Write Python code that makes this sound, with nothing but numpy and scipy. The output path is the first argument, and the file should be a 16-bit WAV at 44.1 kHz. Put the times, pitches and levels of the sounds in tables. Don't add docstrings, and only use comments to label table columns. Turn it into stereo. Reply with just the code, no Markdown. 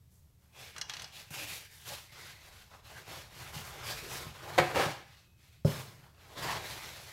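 import sys
import numpy as np
from scipy import signal
from scipy.fft import rfft, irfft, next_fast_len
from scipy.io import wavfile
from scipy.ndimage import uniform_filter1d, map_coordinates

SR = 44100
rng = np.random.default_rng(int(sys.argv[2]) if len(sys.argv) > 2 else 0)


def inscribe(sig):
    pcm = np.round(np.clip(np.atleast_2d(sig).T, -1, 1) * 32767)
    wavfile.write(sys.argv[1], SR, pcm.astype(np.int16))


N = 313992

# (start [s], rise [s], hold [s], rub [dB], swish [dB], fibre hiss [dB])
HAND_STROKES = [(.095, 0.063, .005, -84, -88, -66.5), (.375, .08, .06, -75.5, -76, -74),
                (.522, 0.12, .025, -56, -49, -55.5), (.745, .025, .026, -53, -58, -74),
                (.875, 0.037, .14, -54, -49.5, -61), (1.118, 0.047, 0.023, -56.5, -48, -54),
                (1.303, 0.0079, .03, -55, -53, -49.5), (1.31, 0.068, 0.05, -48, -41.5, -46.5),
                (1.457, 0.056, .015, -51.5, -39.5, -43), (1.69, 0.065, .08, -67, -56.5, -56.5),
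                (1.845, 0.045, 0.043, -49, -41.5, -45), (2.115, 0.012, .04, -62, -53, -62),
                (2.15, .08, 0.075, -55.5, -49, -55.5), (2.383, .066, 0.18, -62, -57, -61.5),
                (2.69, .06, .005, -55, -57.5, -66), (2.83, 0.053, 0.12, -54, -52.5, -58),
                (3.055, 0.067, 0.067, -48.5, -47, -52), (3.29, 0.17, .015, -48, -48, -52),
                (3.522, .05, .01, -45, -42, -46.5), (3.634, .025, .01, -46.5, -48, -49.5),
                (3.68, 0.091, .07, -48, -49.5, -58), (3.829, 0.071, 0.011, -43.5, -38.5, -42.5),
                (3.952, .072, 0.093, -49.5, -46.5, -51.5), (4.088, 0.049, 0.038, -44, -40.5, -44),
                (4.234, .024, .03, -50.5, -50, -57), (4.3, 0.059, 0.076, -55, -55, -61.5),
                (4.39, 0.18, .15, -42.5, -47.5, -53), (4.725, 0.076, 0.053, -39, -39.5, -46.5),
                (5.053, 0.075, 0.065, -65, -60.5, -68), (5.36, 0.081, 0.11, -74, -64.5, -69.5),
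                (5.655, .041, 0.099, -47, -45.5, -48.5), (5.88, .066, 0.12, -61.5, -66, -68.5),
                (6.12, 0.25, .04, -57, -57.5, -63), (6.345, 0.13, 0.058, -38, -38, -46),
                (6.595, 0.077, 0.062, -46, -43, -48.5), (6.75, 0.083, 0.1, -50.5, -46, -52),
                (6.939, .039, 0.124, -55, -50.5, -55)]
# (time [s], left over right [dB])
HAND_PAN = [(.5, -.5), (1.05, 1), (1.2, -3), (2.21, 3), (3.41, .5), (5.5, 3), (7.12, 1)]
# (frequency [Hz], level [dB])
RUB_SPECTRUM = [(120, -24), (270, -7), (370, -4), (560, -2.5), (1000, 0.5), (1400, -2), (2200, -6),
                (4500, -50)]
SWISH_SPECTRUM = [(500, -35.5), (1100, -11.5), (1450, -4), (1610, 2.5), (1780, -2), (2600, 0.5),
                  (4300, -1.5), (6000, -6.5), (8000, -13), (12000, -49.5)]
FIBRE_SPECTRUM = [(3000, -12.5), (5500, -1), (7200, -0.5), (8800, -2), (11500, 0.5), (13500, -2),
                  (15800, -8)]
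# (middle [s], length [s], frequency [Hz], level [dB])
SCUFF_STROKES = [(1.399, .077, 2700, -46.5), (1.403, .095, 302, -59), (1.411, .1, 590, -55.5),
                 (1.924, 0.04, 580, -48.5), (1.925, .035, 810, -51), (2.251, 0.25, 2050, -58.5),
                 (2.971, 0.045, 1620, -52), (4.78, 0.045, 530, -32), (6.45, 0.11, 1030, -46),
                 (6.451, 0.08, 368, -51)]
# (frequency [Hz], likeness [-1 to 1])
DIFFUSE_ALIKE = [(200, 0.72), (500, 0.72), (1000, 0.07), (3000, 0), (12000, 0)]
SWISH_LIKENESS = [(1300, .1), (1600, -0.63), (1900, 0.041), (12000, -0.044)]
SCUFF_LIKENESS = [(500, 0.87), (1000, 0.68), (2500, .3)]
# (time [s], level [dB])
CLACK_CONTACTS = [(4.579, -20), (4.5843, -13), (4.589, -23), (4.597, -19.5)]
# (frequency [Hz], level [dB])
CRACK_SPECTRUM = [(100, -29), (280, -16.5), (480, -8), (850, -1), (1200, -8), (2000, -4), (2900, -14.5),
                  (4400, -14.5), (5400, -25.5), (7500, -24), (9000, -33.5), (12500, -31), (15800, -47.5)]
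# (frequency [Hz], level [dB], t60 [s])
RING_MODES = [(352, 3.5, 0.23), (420, -7.5, .25), (515.3, 5, 0.2), (575, -7, .19), (732, 3, 0.24),
              (799, -3, .17), (870, -11, .13), (1062, -7.5, .15), (1302, -3.5, 0.129), (1510, -16, .135),
              (1690, -11, .1), (2050, -18, .16), (2280, -12.5, .28), (2490, -21, .25), (3840, -19, .18)]
# (start [s], rise [s], hold [s], level [dB])
DRAG_SHOVES = [(4.6, 0.044, 0.011, -43.5), (4.738, 0.034, 0.057, -27.5)]
# (frequency [Hz], width [Hz], level [dB])
HOLLOW_MODES = [(160, 120, -13.5), (348, 41, -4.5), (574, 69, -3.5), (780, 97, -3), (990, 110, -6),
                (1270, 90, -5.5), (1650, 130, -7.5), (2210, 330, -12.5), (2840, 390, -14.5),
                (4230, 2200, -23), (6750, 2300, -48)]
# (time [s], level [dB], hardness cutoff [Hz])
BENCH_BUMPS = [(1.307, -32.5, 120), (3.562, -31, 200), (4.264, -31, 200), (4.594, -22, 250),
               (4.861, -27, 251), (5.648, -12, 620), (6.459, -41, 400)]
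# (frequency [Hz], level [dB], t60 [s])
BENCH_MODES = [(123, -5.5, 0.085), (132.2, -16, .37), (147.6, 0, 0.084), (213, -12.5, 0.13),
               (401, -11, 0.13), (563, 2, 0.037)]
# (time [s], level [dB], brightness peak [Hz])
TICK_CONTACTS = [(.763, -33, 1200), (.781, -30.5, 8400), (0.813, -20.5, 5530), (.896, -22.5, 3740),
                 (.936, -27, 3730), (.967, -31, 3900), (.996, -30.5, 4000), (1.02, -31.5, 9700),
                 (1.043, -31.5, 4700)]
# (frequency [Hz], level [dB])
TICK_SPECTRUM = [(200, -17), (1000, 0), (2200, 5.5), (3000, -5.5), (5900, 4), (7000, -4.5), (9000, -11),
                 (12000, -12), (15800, -26)]
# (frequency [Hz], level [dB], t60 [s], likeness [-1 to 1])
PING_MODES = [(1665, -1.5, 0.09, -0.83), (2880, 2.5, 0.054, 0), (3300, -1, 0.055, .5),
              (4130, -3, 0.066, .3), (6040, -8, 0.053, 0)]
# (frequency [Hz], level [dB])
RATTLE_SPECTRUM = [(700, 3), (1200, 1.5), (2000, -17), (3300, -13.5), (3630, -21.5), (4000, -7),
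                   (4900, -12), (5200, 2), (5500, -12), (9000, -18), (12000, -17), (15800, -28.5)]
# (frequency [Hz], level [dB], t60 [s])
STEEL_MODES = [(2044, -68, 1.6), (2540, -68.5, 3.9), (2606, -67.5, 2.7)]
# (frequency [Hz], t60 [s])
ROOM_DECAY = [(120, 0.31), (500, 0.41), (2500, 0.55), (6000, 0.51), (14000, 0.248)]
# (time [s], level [dB])
DRONE_LEVELS = [(0, -73), (1, -70), (2.2, -69), (2.55, -61), (2.9, -65), (3.3, -64), (4.2, -55),
                (4.6, -76.5), (6.1, -72), (6.5, -57), (7.12, -71)]
# (frequency [Hz], level [dB])
ROOM_TONE_SPECTRUM = [(12, -51), (20, -9.5), (42, -17.5), (59, -12), (76, 4), (259, -27), (298, -21),
                      (1500, -34), (3080, -33.5), (7110, -35), (8640, -34.5), (9390, -39), (12800, -32),
                      (15500, -39)]

STROKE_T60_S, SHOVE_T60_S = 0.47, 0.27
BOOM_REST_DB, BOOM_RUB_DB, BOOM_DRAG_DB, BOOM_BUMP_DB = -67, -8.5, -20, -28
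TOP_HZ = 15800


def rag(pressure, speed, brushing):
    folds_db = 1.17 * wobble(55)
    coarse = shifting_folds(friction(rate=2200, spread_db=1.5, smooth=1.0), patchy_db=3)
    fine = shifting_folds(friction(rate=3000, spread_db=1.0, smooth=1.56), patchy_db=3.5)
    rub_db = lambda hz: along(RUB_SPECTRUM, hz) + resonance_db(hz, lift_db=3.5, width_hz=10)
    rub = stereo(coarse, rub_db, DIFFUSE_ALIKE)
    swish = stereo(fine, lambda hz: along(SWISH_SPECTRUM, hz), SWISH_LIKENESS)
    finest = friction(rate=5000, spread_db=-0.5, smooth=0.77)
    fibres = stereo(finest, lambda hz: along(FIBRE_SPECTRUM, hz), DIFFUSE_ALIKE)
    cloth = pressure * rub + speed * swish + panned(brushing * fibres, pan_db=-1.5)
    return panned(cloth * amp(folds_db), curves(HAND_PAN)[0])


def friction(rate, spread_db, smooth):
    size = amp(spread_db * np.minimum(rng.exponential(size=N), 4))
    slips = (rng.random(N) < rate / SR) * size * rng.standard_normal((2, N))
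    return unit(slips) + smooth * white(N)


def shifting_folds(pair, patchy_db):
    spectra = signal.stft(pair, nperseg=512)[2]
    patches = uniform_filter1d(rng.standard_normal(spectra.shape[1:]), size=5, axis=0)
    patches = uniform_filter1d(patches, size=14, axis=1)
    hz = np.linspace(0, SR / 2, len(patches))[:, None]
    depth_db = patchy_db / (1 + hz / 5000)
    return signal.istft(spectra * amp(depth_db * unit(patches)), nperseg=512)[1][:, :N]


def resonance_db(hz, lift_db, width_hz):
    return lift_db * sum(amp(db / 2) / (1 + ((hz - f) / width_hz) ** 2) for f, db, _ in RING_MODES)


def scuffs():
    out, t = np.zeros((2, N)), np.arange(SR // 2) / SR
    middle = t[-1] / 2
    for s, length, hz, db in SCUFF_STROKES:
        noise = narrow(len(t), hz, width=0.093, alike=along(SCUFF_LIKENESS, hz))
        add(out, s - middle, amp(db) * noise * np.exp(-2 * ((t - middle) / length) ** 2))
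    return out


def clack():
    out, t = np.zeros((2, N)), np.arange(SR * 3 // 4) / SR
    attack = 1 - np.exp(-t / 0.00028)
    for s, db in CLACK_CONTACTS:
        crack = coloured(len(t), CRACK_SPECTRUM, alike=[(400, 0.46), (1200, 0.16), (5000, 0.16)])
        ring = 0
        for hz, mode_db, t60 in RING_MODES:
            phase = rng.uniform(0, 2 * np.pi) + 0.39 * rng.standard_normal((2, 1))
            decay = amp(mode_db + rng.normal(0, 2.0) - 60 * t / t60)
            ring = ring + decay * np.sin(2 * np.pi * hz * t + phase)
        add(out, s, amp(db) * (crack * amp(-60 * t / 0.056) + amp(-15.5) * ring) * attack)
    return panned(out, pan_db=1.0)


def drag(push):
    def hollow_db(hz):
        power = sum(amp(2 * db) * (hz * width) ** 2 / ((f * f - hz * hz) ** 2 + (hz * width) ** 2)
                    for f, width, db in HOLLOW_MODES)
        return 10 * np.log10(1e-12 + power)
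    slips = friction(rate=3700, spread_db=2.0, smooth=0.51)
    grate = stereo(slips, hollow_db, alike=[(300, 0.83), (700, 0.88), (1200, .2), (5000, .15)])
    return panned(grate * push, pan_db=0.5)


def bumps():
    out, t = np.zeros((2, N)), np.arange(SR * 3 // 4) / SR
    press = np.sin(np.pi / 2 * np.minimum(t / .006, 1)) ** 2
    for s, db, hard_hz in BENCH_BUMPS:
        swing = sum(amp(mode_db - 60 * t / t60) * np.sin(2 * np.pi * hz * t) / (1 + (hz / hard_hz) ** 2)
                    for hz, mode_db, t60 in BENCH_MODES)
        add(out, s, amp(db) * swing[None] * press)
    radiated = highpass(out, cutoff_hz=70)
    return panned(radiated, pan_db=4.0)


def ticks():
    out, t = np.zeros((2, N)), np.arange(SR // 8) / SR
    attack = 1 - np.exp(-t / 0.00032)
    for s, db, bright_hz in TICK_CONTACTS:
        peak_db = lambda hz: 11 / (1 + (np.log2((hz + 1) / bright_hz) / 0.44) ** 2)
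        colour_db = lambda hz: along(TICK_SPECTRUM, hz) + peak_db(hz)
        crack = stereo(white(len(t)), colour_db, alike=[(3000, 0.16)])
        ping = sum(amp(mode_db - 60 * t / t60) * narrow(len(t), hz, width=0.022, alike=alike)
                   for hz, mode_db, t60, alike in PING_MODES)
        add(out, s, amp(db - 6.5) * (crack * amp(-60 * t / 0.041) + amp(-10) * ping) * attack)
    return out


def steel_rattle():
    out, t = np.zeros((2, N)), np.arange(SR // 2) / SR
    thump_s = max(BENCH_BUMPS, key=lambda row: row[1])[0]
    noise = coloured(len(t), RATTLE_SPECTRUM, DIFFUSE_ALIKE)
    add(out, thump_s, amp(-40) * noise * amp(-60 * t / 0.72))
    return out


def steel_ring():
    out, t = np.zeros((2, N)), np.arange(SR * 2) / SR
    clack_s = CLACK_CONTACTS[0][0]
    for hz, db, t60 in STEEL_MODES:
        phase = rng.uniform(0, 2 * np.pi) + .6 * rng.standard_normal((2, 1))
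        add(out, clack_s, amp(db + 3 - 60 * t / t60) * np.sin(2 * np.pi * hz * t + phase))
    return out


def bench_boom(pressure, push):
    spectrum = [(35, -29.5), (75, -9.0), (118, 4.5), (160, -2.5), (210, -11), (300, -28), (600, -36.5)]
    noise = coloured(N, spectrum, alike=[(100, 0.96)])
    rise_s = 0.025
    jolts, = movements([(s, rise_s, 0, db) for s, db, _ in BENCH_BUMPS], t60=.9)
    power = (amp(BOOM_REST_DB) ** 2 + (amp(BOOM_RUB_DB) * pressure) ** 2
             + (amp(BOOM_DRAG_DB) * push) ** 2 + (amp(BOOM_BUMP_DB) * jolts) ** 2)
    return panned(np.sqrt(power) * noise, pan_db=1.5)


def bench_echoes(x, echo_db):
    taps = np.zeros((2, SR // 60))
    for channel in taps:
        channel[rng.integers(SR // 700, len(channel), size=7)] = amp(echo_db) * rng.choice([-1, 1], 7)
    taps = highpass(taps, cutoff_hz=900)
    return x + signal.fftconvolve(x, taps, axes=1)[:, :N]


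def room(x):
    hz, t, spectra = signal.stft(white(SR * 3 // 4), SR, nperseg=256)
    decay = amp(-60 * t / along(ROOM_DECAY, hz)[:, None])
    tail = signal.istft(spectra * decay, SR, nperseg=256)[1]
    tail = stereo(tail, np.zeros_like, DIFFUSE_ALIKE) / np.sqrt(tail.shape[1])
    tail = np.pad(tail, ((0, 0), (SR // 150, 0)))
    return signal.fftconvolve(x, tail, axes=1)[:, :N]


def drone():
    return amp(curves(DRONE_LEVELS)[0]) * narrow(N, centre_hz=70, width=0.29, alike=0.99)


def room_tone():
    return amp(-64.5) * coloured(N, ROOM_TONE_SPECTRUM, alike=[(100, 0.88), (1000, .3), (8000, 0.067)])


def movements(rows, t60):
    power = 0
    for start, rise, hold, *levels in rows:
        t = np.arange(N) / SR - start
        attack = np.sin(np.pi / 2 * np.clip(t / rise, 0, 1))
        decay = amp(-60 * np.maximum(t - rise - hold, 0) / t60)
        power = power + np.outer(amp(levels), attack * decay) ** 2
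    return np.sqrt(power)


def amp(db):
    return 10 ** (np.asarray(db) / 20)


def unit(x):
    return x / np.sqrt(np.mean(x ** 2) + 1e-20)


def along(points, hz):
    freqs, values = np.transpose(points)
    return np.interp(np.log(hz + 1), np.log(freqs + 1), values)


def curves(rows):
    times, *columns = np.transpose(rows)
    return [np.interp(np.arange(N) / SR, times, column) for column in columns]


def wobble(rate):
    knots = rng.standard_normal(int(N * rate / SR) + 4)
    return map_coordinates(knots, [np.arange(N) * rate / SR])


def filtered(x, response):
    count = x.shape[-1]
    padded = next_fast_len(count + SR // 4)
    return irfft(rfft(x, padded) * response(np.fft.rfftfreq(padded, 1 / SR)), padded)[..., :count]


def highpass(x, cutoff_hz):
    return filtered(x, lambda hz: 1j * hz / (1j * hz + cutoff_hz))


def stereo(pair, gain_db, alike):
    turn = lambda hz: np.arccos(np.clip(along(alike, hz), -1, 1)) / 2
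    mid, side = filtered(pair, lambda hz: amp(gain_db(hz)) * [np.cos(turn(hz)), np.sin(turn(hz))])
    return unit(np.array([mid + side, mid - side]))


def white(count):
    return rng.standard_normal((2, count))


def coloured(count, spectrum, alike):
    return stereo(white(count), lambda hz: along(spectrum, hz), alike)


def narrow(count, centre_hz, width, alike):
    band_db = lambda hz: -20 * np.log10(1 + ((hz / centre_hz - 1) / width) ** 2)
    return stereo(white(count), band_db, [(centre_hz, alike)])


def panned(x, pan_db):
    return x * amp(np.array([[.5], [-.5]]) * pan_db)


def add(track, s, sound):
    start = round(s * SR)
    track[:, start:start + sound.shape[-1]] += sound[:, :N - start]


def scene():
    pressure, speed, brushing = movements(HAND_STROKES, STROKE_T60_S)
    push, = movements(DRAG_SHOVES, SHOVE_T60_S)
    cloth = amp(-0.5) * bench_echoes(rag(pressure, speed, brushing), echo_db=-20) + scuffs()
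    small = ticks() + steel_rattle()
    hard = clack() + drag(push)
    dull = bumps()
    direct = cloth + small + hard + dull + steel_ring()
    room_send = amp(-13) * cloth + amp(-13.5) * small + amp(-8.0) * hard + amp(-7.5) * dull
    return direct + room(room_send) + bench_boom(pressure, push) + drone() + room_tone()


def record(dry):
    return filtered(dry, lambda hz: hz < TOP_HZ)


dry = scene()
out = record(dry)
inscribe(out)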